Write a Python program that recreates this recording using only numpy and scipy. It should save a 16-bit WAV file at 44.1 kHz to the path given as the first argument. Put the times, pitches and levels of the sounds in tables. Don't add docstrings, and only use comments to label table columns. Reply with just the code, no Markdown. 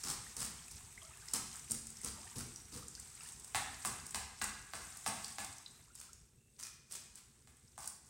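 import sys
import numpy as np
from scipy import signal
from scipy.fft import rfft, irfft, next_fast_len
from scipy.io import wavfile
from scipy.ndimage import uniform_filter1d, map_coordinates

SR = 44100
rng = np.random.default_rng(int(sys.argv[2]) if len(sys.argv) > 2 else 0)


def wrap_up_sound(samples):
    columns = np.atleast_2d(samples).T
    tamed = np.clip(columns, -1, 1)
    steps = np.round(tamed * 32767).astype(np.int16)
    wavfile.write(sys.argv[1], SR, steps)


def undo_db(level):
    steps = np.asarray(level, float) / 20
    return 10 ** steps


N = 356769

# time_s, level_db
FLOW = [(0.0, -53), (0.3, -56), (1.25, -57), (1.5, -51.5), (1.9, -60), (2.3, -54), (2.6, -58.5),
        (3.7, -56.5), (4.0, -54), (4.5, -61.5), (5.3, -51.5), (5.7, -63), (6.06, -66.5), (6.3, -73.5),
        (6.83, -73), (7.1, -66), (7.3, -69.5), (8.09, -69)]
# start_s, rasp_db, knock_db, thump_db, length_s
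DRAGS = [
    (0.0342, -22.5, -49, -49, 0.08),
    (0.3657, -24.5, -53.5, -48.5, 0.087),
    (1.334, -23, -50.5, -48.5, 0.035),
    (1.6967, -30, -72, -47.5, 0.073),
    (2.0333, -28.5, -58, -48, 0.051),
    (2.3556, -29.5, -58, -44, 0.053),
    (2.7193, -33.5, -61, -48, 0.067),
    (3.205, -37.5, -85, -83, 0.081),
    (7.8036, -34.5, -72, -86, 0.065),
    (8.0584, -45, -73, -66, 0.14),
]
# start_s, rasp_db, knock_db, clack_db, knock_pitch_hz
BLOWS = [
    (3.5471, -20.5, -40.5, -36, 820),
    (3.8497, -22.5, -44.5, -44, 1146),
    (4.146, -23, -48.5, -43.5, 906),
    (4.4151, -22.5, -45, -40, 1410),
    (4.7354, -29, -48.5, -48.5, 1890),
    (5.0626, -20.5, -43.5, -41, 810),
    (5.3842, -27.5, -49, -45, 850),
    (7.4737, -47, -70.5, -66, 1900),
    (7.7788, -34, -54, -61, 870),
]
# start_s, rasp_db, length_s
SHAKES = [
    (5.943, -38, 0.11),
    (6.5837, -32.5, 0.087),
    (6.8996, -32.5, 0.076),
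    (7.1526, -43, 0.044),
]
# pitch_hz, width_hz, level_db
COMB = [(1430, 1700, -3), (2700, 490, 1), (5440, 3600, 0)]
# pitch_hz, level_db
RASP = [(1500, -16), (3500, -36.5), (4700, -5.5), (6500, -5), (8400, 4), (10000, -4.5), (12500, -18.5),
        (15500, -13.5)]


def unit(x):
    return x / np.sqrt(np.mean(x ** 2) + 1e-20)


def peak(x):
    return x / np.abs(x).max()


def along(points, hz):
    f, v = np.transpose(points)
    return np.interp(np.log(hz + 1), np.log(f + 1), v)


def flow_level():
    s, db = np.transpose(FLOW)
    return np.interp(np.arange(N) / SR, s, db)


def wobble(rate):
    knots = rng.standard_normal(int(N * rate / SR) + 4)
    return map_coordinates(knots, [np.arange(N) * rate / SR])


def filtered(x, response):
    m = next_fast_len(len(x) + min(len(x), 8192))
    return irfft(rfft(x, m) * response(np.fft.rfftfreq(m, 1 / SR)), m)[:len(x)]


def coloured(x, spectrum):
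    cepstrum = irfft(np.log(undo_db(along(spectrum, np.fft.rfftfreq(2048, 1 / SR)))))
    cepstrum[1:1024] *= 2
    cepstrum[1025:] = 0
    return signal.fftconvolve(x, irfft(np.exp(rfft(cepstrum))))[:len(x)]


def resonant(x, modes):
    def response(f):
        total = 0
        for k, (hz, width, db) in enumerate(modes):
            damping = 1j * f * width
            total = total + (-1) ** k * undo_db(db) * damping / (hz * hz - f * f + damping)
        return total
    return filtered(x, response)


def twice_resonant(x, hz, width):
    return resonant(resonant(x, [(hz, width, 0)]), [(hz, width, 0)])


def rush(spectrum, patchy_db):
    z = signal.stft(rng.standard_normal(N), nperseg=512)[2]
    field = uniform_filter1d(rng.standard_normal(z.shape), 9, 0)
    field = uniform_filter1d(field, 5, 1)
    noise = signal.istft(z * undo_db(patchy_db * unit(field)), nperseg=512)[1][:N]
    return unit(filtered(noise, lambda hz: undo_db(along(spectrum, hz))))


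def echo(x):
    # pitch_hz, t60_s
    room = [(100, 0.86), (700, 0.62), (2000, 0.82), (5000, 0.67), (12000, 0.38)]
    hz, t, z = signal.stft(rng.standard_normal(SR * 3 // 4), SR, nperseg=256)
    tail = signal.istft(z * undo_db(-60 * t / along(room, hz)[:, None]), SR, nperseg=256)[1]
    tail = tail * (1 - np.exp(-np.arange(len(tail)) / SR / 0.0043))
    return signal.fftconvolve(x, tail / np.linalg.norm(tail))


def add(track, s, sound):
    place = track[round(s * SR):][:len(sound)]
    place += sound[:len(place)]


def scattered(start_s, per_s, count):
    return start_s + (np.arange(count) + rng.random(count)) / per_s


def hum():
    # pitch_hz, level_db_per_hz
    rumble = [(12, -27), (20, -21), (38, -12.5), (58, -1), (81, -4.5), (156, -7), (192, -15), (228, -11.5),
              (305, -23), (354, -16.5), (436, -19), (2700, -80), (3000, -53), (3900, -62), (6600, -120)]
    # pitch_hz, level_db_per_hz
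    far_hiss = [(880, -41), (1500, -16), (2770, -5), (3120, -10), (3800, -4), (4110, -38), (8280, -1),
                (15900, -10)]
    flow_mid_db, follows = -56, 0.24
    drone_db = -64.5 + follows * (flow_level() - flow_mid_db) + 0.85 * wobble(1.72)
    drone = undo_db(drone_db) * rush(rumble, patchy_db=2.0)
    return drone + undo_db(-81.5) * rush(far_hiss, patchy_db=-1.5)


def droplets(rate, spread_db):
    # pitch_hz, width_hz, level_db
    sizes = [(2600, 2100, -11), (5720, 2500, -2), (8280, 850, -0.5), (11900, 2600, -14)]
    out, t = np.zeros(N), np.arange(500) / SR
    clump = undo_db(2.3 * wobble(18))
    puff = undo_db(-60 * t / .014) * (1 - np.exp(-t / .0006))
    for hz, width, db in sizes:
        chance, size = rng.random((2, N))
        hits = (chance < rate / SR * clump) * undo_db(-spread_db * np.log(size + .02))
        puffs = signal.oaconvolve(hits, puff)[:N]
        edges = [hz - width / 2, hz + width / 2]
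        band = signal.butter(2, edges, "band", fs=SR, output="sos")
        out += undo_db(db) * unit(signal.sosfilt(band, puffs * rng.standard_normal(N)))
    return unit(out)


def bubble(hz, t):
    life = 9 / hz
    tone = np.sin(2 * np.pi * hz * (t + 0.039 * t * t / life))
    return tone * np.exp(-t / life) * (1 - np.exp(-t * hz / 1.2))


def gurgles():
    # start_s, length_s, level_db, pitch_hz
    runs = [
        (0.974, 0.27, -55.5, 1470),
        (2.175, 0.17, -57, 940),
        (3.202, 0.12, -52, 1900),
        (5.747, 0.4, -66.5, 1270),
    ]
    rows = []
    for s, length, db, hz in runs:
        times = scattered(s, per_s=45, count=40)
        size, pitch = rng.standard_normal((2, 40))
        for a, b, c in zip(times, size, pitch):
            if a < s + length:
                rows.append((a, db + 2.7 * b, hz * np.exp(0.35 * c)))
    return rows


def water():
    # pitch_hz, level_db_per_hz
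    spray_shape = [(1760, -37), (3000, -21), (3280, -15), (3550, -5.5), (4750, -8.5), (7030, 1.5),
                   (8250, 5), (11900, -13), (15900, -56)]
    # pitch_hz, level_db_per_hz
    splash_shape = [(400, -63), (700, 4), (1200, 2.5), (2500, 2), (4500, -7), (8000, -8.5)]
    # start_s, peak_db, pitch_hz
    big_bubbles = [(0.266, -45, 1790), (0.59, -47, 3070), (0.681, -49, 2400), (0.977, -40, 1983),
                   (1.018, -45, 3050), (1.04, -58, 1133), (1.108, -51.5, 1180), (1.135, -48.5, 2460),
                   (1.235, -58, 1180), (1.281, -47.5, 1900), (2.01, -51, 1900), (2.271, -49, 1713),
                   (2.824, -47.5, 1180), (2.976, -52, 1490), (2.99, -57, 1900), (3.207, -45.5, 2530),
                   (3.259, -48.5, 1710), (5.598, -55, 1090), (5.903, -57, 1310), (6.09, -52.5, 1260)]
    # start_s, level_db, pitch_hz, width_hz, t60_s
    basin_rings = [
        (1.02, -65, 647, 90, 0.34),
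        (2.151, -64, 918, 150, 1.2),
        (5.661, -41.5, 4100, 800, 0.027),
        (6.38, -81, 2700, 160, 0.83),
        (6.641, -65.5, 2450, 90, 0.81),
        (6.95, -67, 2490, 111, 0.7),
    ]
    spray_db = flow_level()
    splash_db = spray_db - 9
    surge = wobble(7.6)
    mist = rush(spray_shape, patchy_db=.6)
    spray = undo_db(spray_db + 1.2 * surge) * (.75 * mist + .6 * droplets(rate=120, spread_db=3.5))
    splash = undo_db(splash_db + 1.2 * surge + 1.2 * wobble(18)) * rush(splash_shape, patchy_db=1.2)
    near, t = np.zeros(N), np.arange(1500) / SR
    for s, db, hz in big_bubbles + gurgles():
        add(near, s, undo_db(db - 1.0) * bubble(hz, t))
    for when, pitch, size in rng.random((500, 3)):
        s = when * 6.3
        db = splash_db[round(s * SR)] - 5 - 3 * np.log(size + .01)
        add(near, s, undo_db(db) * bubble(800 * 5 ** pitch, t))
    t = np.arange(SR // 2) / SR
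    for s, db, hz, width, t60 in basin_rings:
        ring = unit(twice_resonant(rng.standard_normal(len(t)), hz, width))
        add(near, s, undo_db(db - 60 * t / t60) * ring)
    return spray + splash + near + undo_db(-9) * echo(near)[:N]


def stroke(rasp_db, knock_db, clack_db, thump_db, length, note_hz, teeth, hit, lean_db, wet_db, rise_s=0.0012):
    # pitch_hz, width_hz, level_db
    handle = [(773, 343, 6), (1295, 670, 3.5)]
    # pitch_hz, width_hz, level_db
    table = [(59.7, 37, 2), (137.5, 41, -0.5), (217.3, 46, 1.5), (494, 54, -7.5)]
    t = np.arange(SR // 5) / SR
    pressure = (1 - np.exp(-t / rise_s)) / (1 + (t / max(length, .005)) ** 6)
    catches = (rng.random(len(t)) < 250 / SR) * undo_db(3.5 * rng.standard_normal(len(t)))
    slips = signal.fftconvolve(catches, undo_db(-60 * t[:600] / 0.008))[:len(t)]
    noise = rng.standard_normal((4, len(t)))
    drag = pressure * (.5 + slips) * undo_db(lean_db * np.minimum(t / length, 1))
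    crack = 5 * hit * undo_db(-60 * t / 0.0021)
    blow = 0.21 * drag * noise[1:3]
    blow[:, [0, 95]] += hit * np.array([7, -4])
    rasp = coloured((drag + crack) * noise[0], RASP)
    knock = resonant(resonant(blow[0], handle), [(1130, 2300, 0)])
    knock = knock + resonant(knock, [(note_hz, 0.3 * note_hz, 7)])
    clack = resonant(resonant(blow[1], teeth), [(2830, 14000, 0)])
    thump = resonant(resonant(pressure * noise[3], table), [(147, 390, 0)])
    close = undo_db(rasp_db) * unit(rasp) + undo_db(knock_db) * unit(knock)
    close = close + undo_db(clack_db) * unit(clack) + undo_db(thump_db) * unit(thump)
    wet = undo_db(wet_db) * echo(close)
    add(wet, 0, close)
    return undo_db(-10.0) * wet


def long_drags():
    out = np.zeros(N)
    for s, db, knock_db, thump_db, length in DRAGS:
        add(out, s, stroke(db - 16.5, knock_db, db - 19, thump_db, length, note_hz=1180, teeth=COMB,
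                           hit=0.065, lean_db=6, wet_db=-2.0))
    return out


def small_snaps():
    rows = [(s, db - 9) for s, db, *_ in BLOWS]
    rows += [(s, db - 4) for s, db, *_ in DRAGS]
    for s, db, *_, length in DRAGS + SHAKES:
        times = scattered(s, per_s=45, count=12)
        for a, size in zip(times, rng.standard_normal(12)):
            if a < s + length:
                rows.append((a, db - 9 + 8.5 * size))
    tap_shut_s = 5.9
    for a, size in zip(scattered(0, per_s=5, count=90), rng.standard_normal(90)):
        if a < tap_shut_s:
            rows.append((a, np.interp(a, *np.transpose(FLOW)) + 18 + 1.8 * size))
    return [(s, db, 8300 * np.exp(-0.15 * (rng.exponential() - .5))) for s, db in rows]


def snaps():
    # start_s, peak_db, pitch_hz
    bursting = [(0.6809, -32, 8140), (0.7123, -30.5, 8970), (1.0303, -31.5, 7810), (1.284, -27, 5100),
                (1.556, -28.5, 7600), (1.5938, -31, 6420), (1.869, -27, 7960), (1.9027, -30, 7770),
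                (1.9688, -30.5, 5900), (2.0148, -28.5, 8600), (2.5593, -26.5, 5620), (2.882, -28, 7400),
                (2.9508, -29, 5130), (2.9977, -27, 8040), (3.2877, -29.5, 7800), (3.321, -29, 7630),
                (3.397, -33, 8300), (3.4451, -29.5, 8400), (4.0653, -25.5, 8200), (4.1071, -27, 8200),
                (4.9034, -31, 8000), (4.9703, -29, 8780), (5.244, -23, 5010), (5.2805, -30, 8280),
                (5.5822, -31, 6340), (6, -29.5, 7800), (6.131, -33, 7160), (7.5687, -40.5, 8500)]
    # start_s, peak_db, pitch_hz
    torn_loose = [(0.0383, -23.5, 5530), (0.0902, -30, 7980), (0.1017, -29, 8740), (0.102, -22.5, 4400),
                  (0.3667, -25, 6400), (0.403, -23, 8650), (0.416, -24, 8430), (1.336, -11, 8550),
                  (1.7091, -17, 8600), (1.717, -12.5, 8500), (2.0458, -18, 8550), (2.3827, -24.5, 8600),
                  (3.856, -19, 8650), (3.872, -21, 8670), (4.146, -21, 4600), (4.441, -17, 8600),
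                  (5.446, -24, 9150), (5.9523, -31, 9160), (7.1553, -31, 8350), (6.609, -30, 7530),
                  (6.6341, -24.5, 5830), (6.9216, -24, 8350), (6.939, -29, 8200), (6.9546, -25.5, 6660),
                  (7.787, -31.5, 8750), (7.857, -31, 8460), (7.875, -19.5, 8800), (7.8994, -30, 8680)]
    groups, t = np.zeros((4, N)), np.arange(700) / SR
    envelope = undo_db(-60 * t / .016) * (1 - np.exp(-t / .0006))
    for k, (s, db, hz) in enumerate(bursting + torn_loose + small_snaps()):
        burst = envelope * rng.standard_normal((2, len(t)))
        ring = twice_resonant(burst[0], hz, .3 * hz)
        crackle = 0.68 * (hz / 8000) ** 2 * coloured(burst[1], RASP)
        add(groups[k % len(groups)], s, undo_db(db - 8.0) * peak(ring + crackle))
    return sum(group + undo_db(-4.5) * echo(group)[:N] for group in groups)


def hard_landings():
    # pitch_hz, width_hz, level_db
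    head = [(1900, 810, 5), (2756, 173, 8), (3780, 1670, 0)]
    out = np.zeros(N)
    for s, db, knock_db, clack_db, hz in BLOWS:
        add(out, s, stroke(db - 19.0, knock_db + 0.5, clack_db - 3, db - 29, 0.034, note_hz=hz, teeth=head,
                           hit=0.94, lean_db=-5.5, wet_db=0.5))
    return out


def herb_shakes():
    out = np.zeros(N)
    for s, db, length in SHAKES:
        add(out, s, stroke(db - 17.0, db - 38, db - 17.5, db - 35.5, length, note_hz=1097, teeth=COMB,
                           hit=0, rise_s=0.0071, lean_db=2, wet_db=-1.5))
    return out


def scene():
    mono = hum() + water() + long_drags() + snaps() + hard_landings() + herb_shakes()
    return np.array([mono, mono])


def roll_off(x):
    return signal.sosfilt(signal.butter(12, 16460, fs=SR, output="sos"), x)


def record(dry):
    # pitch_hz, level_db
    difference = [(30, -39), (200, -33), (1000, -33), (2500, -29.5), (8000, -35.5), (13000, -23)]
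    mono = filtered(dry[0], lambda hz: hz < 15850)
    side = filtered(mono * wobble(30), lambda hz: undo_db(along(difference, hz) + 5))
    return roll_off(np.array([mono + side, mono - side]))


dry = scene()
out = record(dry)
wrap_up_sound(out)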